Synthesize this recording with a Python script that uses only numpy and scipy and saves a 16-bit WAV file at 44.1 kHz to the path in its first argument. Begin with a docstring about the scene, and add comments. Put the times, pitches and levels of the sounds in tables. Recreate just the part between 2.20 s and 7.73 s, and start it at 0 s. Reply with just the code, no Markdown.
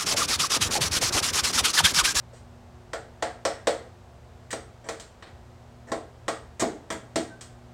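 """In a garage, a mechanic under a lifted car taps at bolts with a rubber hammer until a steel part comes loose.
Each blow rings the part and the underbody: decaying modes over a snap of filtered noise, with a brief room tail.
The part grates in its seat as dense runs of tiny contacts, clinks lightly, and once squeaks as a thin tone.
Mains hum from wavering sines and dull ventilation from filtered noise lie underneath.
"""
import sys
import numpy as np
from scipy import signal
from scipy.fft import rfft, irfft, next_fast_len
from scipy.io import wavfile
from scipy.ndimage import uniform_filter1d

SR = 44100
rng = np.random.default_rng(int(sys.argv[2]) if len(sys.argv) > 2 else 0)


def master_out(mix):
    """Clip the mix to full scale and print it as 16-bit PCM to the path in sys.argv[1]."""
    frames = np.transpose(np.atleast_2d(mix))
    ceiling = np.clip(frames, -1, 1)
    pcm = np.round(ceiling * 32767).astype(np.int16)
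    wavfile.write(sys.argv[1], SR, pcm)


N = 244005

# Thud, body, clank, crack and zing bands of a contact: low_hz, high_hz
BANDS_HZ = [(180, 450), (450, 900), (900, 2500), (2500, 5500), (5500, 16000)]
RING = np.arange(int(0.55 * SR)) / SR  # time axis of one contact's answer, seconds


def undb(db):
    """Decibels to gain."""
    return 10 ** (np.asarray(db) / 20)


def unit(x):
    """Scale to rms 1."""
    return x / np.sqrt(np.mean(x ** 2))


def fade(t60):
    """A free decay that loses 60 dB in t60 seconds."""
    return np.exp(-np.log(1000) * RING / t60)


def add(out, start_s, x):
    """Mix x into out from start_s, cutting what runs past the end."""
    i = max(int(start_s * SR), 0)
    out[i:i + len(x)] += x[:len(out) - i]


def colour(x, points):
    """Minimum-phase filter through (Hz, dB) points, so nothing sounds ahead of its contact."""
    size = 2 * next_fast_len(len(x))
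    points_hz, points_db = np.transpose(points)
    bins_hz = np.arange(size // 2 + 1) * SR / size
    gain = undb(np.interp(np.log(bins_hz + 1), np.log(points_hz), points_db))
    # folding the cepstrum forward in time gives the causal phase
    cepstrum = irfft(np.log(gain))
    cepstrum[1:size // 2] *= 2
    cepstrum[size // 2 + 1:] = 0
    response = np.exp(rfft(cepstrum))
    return irfft(rfft(x, size) * response)[:len(x)]


def walk(rate, size):
    """Smooth random drift with a spread near 1, drawing rate new values per second."""
    k = int(SR / rate)
    steps = np.repeat(rng.standard_normal(N // k + 1), k)
    smooth = uniform_filter1d(uniform_filter1d(steps, k), k)
    return unit(smooth)[:size]


def garage():
    """Dull moving air as filtered noise, and mains hum as sines wavering in level and phase."""
    # Ventilation spectrum, relative: freq_hz, density_db (per Hz)
    air_points = [(20, -21), (40, -11), (60, 0.5), (88, 2), (110, -6.5), (180, -11), (290, -19),
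                  (400, -15.5), (700, -12.5), (950, -18), (2300, -29), (8200, -38), (10000, -46.5),
                  (16000, -50.5)]
    # Mains hum, mean level before its wavering: freq_hz, level_db
    hum_tones = [(119, -56), (240, -62), (360, -66)]
    air_db = -50.2 + 0.1 * walk(4.87, N)
    air = unit(colour(rng.standard_normal(N), air_points)) * undb(air_db)
    t = np.arange(N) / SR
    hum = np.zeros(N)
    for hz, db in hum_tones:
        level = np.sqrt(2) * undb(db + 2.7 * walk(3.9, N))  # rms to peak
        hum += level * np.sin(2 * np.pi * hz * t + 0.5 * walk(3.02, N))
    return air + hum


def steel(shared, ring_db, same=0.65, early_db=3, early_t60=0.28, snap_db=11, snap_t60=0.057,
          room_t60=0.34, room_low_t60=0.51, ripple_db=1.5):
    """Answer to one contact: a snap, crowded modes dying into the garage's echo, and the clear modes."""
    # Clear modes of part and underbody, before small chance shifts: freq_hz, level_db, t60_s
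    modes = [(252.4, -8.5, 0.27), (312.3, -4.5, 0.26), (326.5, -4, 0.29), (407, -16, 0.56),
             (441.3, -11, 0.41), (453.3, -5.5, 0.36), (541.4, -0.5, 0.26), (573, -3, 0.23), (651, -9, 0.32),
             (658, -10.5, 0.34), (708, -4, 0.27), (800, -4, 0.18), (859, -8.5, 0.25), (1076.4, -0.5, 0.11),
             (1118, -7.5, 0.2), (1307, -15, 0.4), (1340, -4, 0.16), (1620, -22, 0.71), (1883, -16, 0.48),
             (1917, -8.5, 0.26), (2280, -19, 0.37), (3250, -19, 0.27), (5740, -19, 0.12), (7760, -23, 0.37),
             (8130, -4, 0.33)]
    # Spectrum of the many short, crowded modes: freq_hz, density_db (per Hz)
    clatter = [(70, -25.5), (170, -9), (260, -3.5), (680, 2), (930, -4), (1300, -2.5), (1950, -3),
               (2650, -14), (3400, -10.5), (4500, -12), (7000, -3.5), (8300, -3), (9400, -16),
               (13000, -29.5)]
    same = np.clip(same, 0, 1)  # how much of the noise every contact has in common
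    noise = same * shared + np.sqrt(1 - same ** 2) * rng.standard_normal(len(RING))
    low = signal.sosfilt(signal.butter(1, 2000, fs=SR, output="sos"), noise)
    high = noise - low

    # the treble snaps at once; the heavy panels need a moment to get going
    build = 1 - np.exp(-RING / 0.0016)
    highs = high * (undb(snap_db) * fade(snap_t60) + undb(2.5) * fade(early_t60) + fade(room_t60))
    lows = low * build * (undb(early_db) * fade(early_t60) + fade(room_low_t60))

    # every contact point wakes some clusters of the upper modes and misses others
    clusters_hz = np.geomspace(900, 16000, 130)
    clusters_db = np.r_[0, ripple_db * rng.standard_normal(len(clusters_hz) - 1)]
    crowd = colour(colour(highs + lows, np.c_[clusters_hz, clusters_db]), clatter)

    ring = np.zeros(len(RING))
    chance = rng.standard_normal((len(modes), 2))
    for (hz, db, t60), (level_shift, pitch_shift), phase in zip(modes, chance, shared):
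        mode_hz = hz * (1 + 0.0025 * pitch_shift)
        tone = np.sin(2 * np.pi * mode_hz * RING + phase)
        ring += undb(db + 1.84 * level_shift) * fade(t60) * tone
    return crowd + undb(ring_db) * ring * build


def strike(start_s, strength_db, weight_db, hardness_db, rub_db=0):
    """Band levels in dB: weight drives the lows, hardness the highs; a loose part thuds and zings more."""
    # How loosely the part sits, from first taps to last: time_s, looseness (0-1)
    looseness = [(1.5, 0.07), (2.3, 0.71), (4.1, 0.57), (4.4, 1)]
    loose = np.interp(start_s, *np.transpose(looseness))
    thud_db = -14 + 1.22 * weight_db + 13.5 * loose
    crack_db = -4.5 + hardness_db
    zing_db = -9 + hardness_db + 3 * loose + rub_db
    return strength_db + np.array([thud_db, weight_db, 0, crack_db, zing_db])


def weigh(x, levels_db, favoured_hz, lift_db, length_s):
    """Place and hardness of a contact favour one resonance and set each band's level over its first length_s."""
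    resonance = signal.lfilter(*signal.iirpeak(favoured_hz, 10, fs=SR), x)
    x = x + (undb(lift_db) - 1) * resonance
    onset = x[:int(length_s * SR)]
    points = []
    for (lo, hi), db in zip(BANDS_HZ, levels_db):
        band = signal.sosfilt(signal.butter(4, (lo, hi), "band", fs=SR, output="sos"), onset)
        gain_db = db - 10 * np.log10(np.mean(band ** 2))
        points += [(lo * 1.15, gain_db), (hi / 1.25, gain_db)]  # inset, so neighbours blend
    return colour(x, points)


def knocks(shared):
    """Every hammer blow rings the same steel, with its own balance of thud and crack."""
    # Hammer blows: start_s, strength_db, weight_db, hardness_db, favoured_hz
    blows = [(0.129, -65.5, 10.5, -3, 475), (0.733, -38, 3, -1.5, 1470), (1.024, -34, 5, 0, 720),
             (1.2512, -32.5, 6, 3.7, 5400), (1.471, -32, 9.5, 3.5, 500), (2.329, -41.5, 5, 1.5, 1280),
             (2.6878, -39, 1.6, 1.5, 460), (3.7177, -35.5, 5, -3, 1030), (4.081, -32.5, 1.5, -1.5, 1150),
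             (4.4218, -36, 7.5, -2.5, 1050), (4.703, -37.5, -1.5, 0, 3210), (4.9582, -36.2, 7.1, 5.3, 660)]
    out = np.zeros(N)
    for start_s, strength_db, weight_db, hardness_db, favoured_hz in blows:
        knock = steel(shared, ring_db=-5.5)
        levels_db = strike(start_s, strength_db, weight_db, hardness_db)
        add(out, start_s, weigh(knock, levels_db, favoured_hz, lift_db=7.5, length_s=0.06))
    return out


def grating(shared, slips_hz=1500, scatter_db=4):
    """The part sticks and slips: a dense random run of tiny contacts, each answered by the steel."""
    # Slips in the seat; swell is the rise or fall by the slip's end, strength is before a 1 dB cut in the mix:
    # start_s, length_s, swell_db, strength_db, weight_db, hardness_db, favoured_hz
    slips = [(0.134, 0.072, -6, -63.5, -3, 6, 8550), (2.306, .026, 1, -40, -13.5, 4, 8160),
             (2.642, 0.046, 2.5, -52, 5.5, -3.5, 8050), (3.672, 0.058, -11, -51.5, 4, -8, 870),
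             (4.396, 0.027, -7.5, -33.5, -2, 4.5, 6440), (4.708, 0.018, 17, -44, -7, -2, 920)]
    out = np.zeros(N)
    for start_s, length_s, swell_db, strength_db, weight_db, hardness_db, favoured_hz in slips:
        hits = rng.random(len(RING)) < slips_hz / SR
        grains = hits * undb(scatter_db * rng.standard_normal(len(RING)))
        grains *= rng.choice([-1, 1], len(RING))
        grains[0] = 2  # a firm jolt as it breaks free
        swell = undb(swell_db * np.minimum(RING / length_s, 1))
        force = (grains * swell)[:int(length_s * SR)]
        answer = steel(shared, ring_db=-32, snap_db=16)
        # sliding steel zings more than struck steel
        levels_db = strike(start_s, strength_db, weight_db, hardness_db, rub_db=5)
        scrape = signal.fftconvolve(force, answer)
        add(out, start_s, weigh(scrape, levels_db, favoured_hz, lift_db=5.5, length_s=length_s))
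    return out


def touch(level_db, pitch_hz):
    """Band levels in dB of a light touch: strongest at its pitch, falling gently below and steeply above."""
    centres_hz = np.sqrt(np.prod(BANDS_HZ, axis=1))
    octaves = np.log2(centres_hz / pitch_hz)
    below_db_per_oct, above_db_per_oct = 3.5, 9.5
    return level_db - np.maximum(-below_db_per_oct * octaves, above_db_per_oct * octaves)


def clinks(shared):
    """Loose steel touches lightly between and after the blows, ringing with a softer snap."""
    # Light clinks: start_s, level_db, pitch_hz
    touches = [(2.798, -46.5, 7000), (3.024, -47.5, 2550), (3.069, -55.5, 2400), (5.21, -47, 7800)]
    out = np.zeros(N)
    for start_s, level_db, pitch_hz in touches:
        clink = steel(shared, ring_db=-9, snap_db=5)
        levels_db = touch(level_db, pitch_hz)
        add(out, start_s, weigh(clink, levels_db, pitch_hz, lift_db=2, length_s=0.06))
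    return out


def squeak(echo_t60=0.89, echo_db=-3.5):
    """One thin, slightly unsteady tone swells as the loose part shifts, and lingers in the garage."""
    # Faint squeak of steel on steel: start_s, length_s, pitch_hz, level_db
    start_s, length_s, pitch_hz, level_db = (5.085, .085, 1548, -48.5)
    wobbling_hz = pitch_hz * (1 + 0.0055 * walk(150, len(RING)))
    phase = 2 * np.pi * np.cumsum(wobbling_hz) / SR
    progress = np.minimum(RING / length_s, 1)
    swell = np.sin(np.pi * progress) ** 2
    echo = undb(echo_db) * progress * fade(echo_t60)
    out = np.zeros(N)
    add(out, start_s, undb(level_db) * (swell + echo) * np.sin(phase))
    return out


def scene():
    """Knocks, grating, clinks and a squeak over the garage's background."""
    shared = rng.standard_normal(len(RING))  # the same steel and the same walls answer every contact
    background = garage()
    contacts = knocks(shared) + undb(-1.0) * grating(shared) + clinks(shared)
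    return (background + contacts + squeak())[None]


def record(dry):
    """A steep elliptic low-pass removes the treble above 16.2 kHz."""
    return signal.sosfilt(signal.ellip(10, 0.2, 70, 16200, fs=SR, output="sos"), dry)


dry = scene()
out = record(dry)
master_out(out)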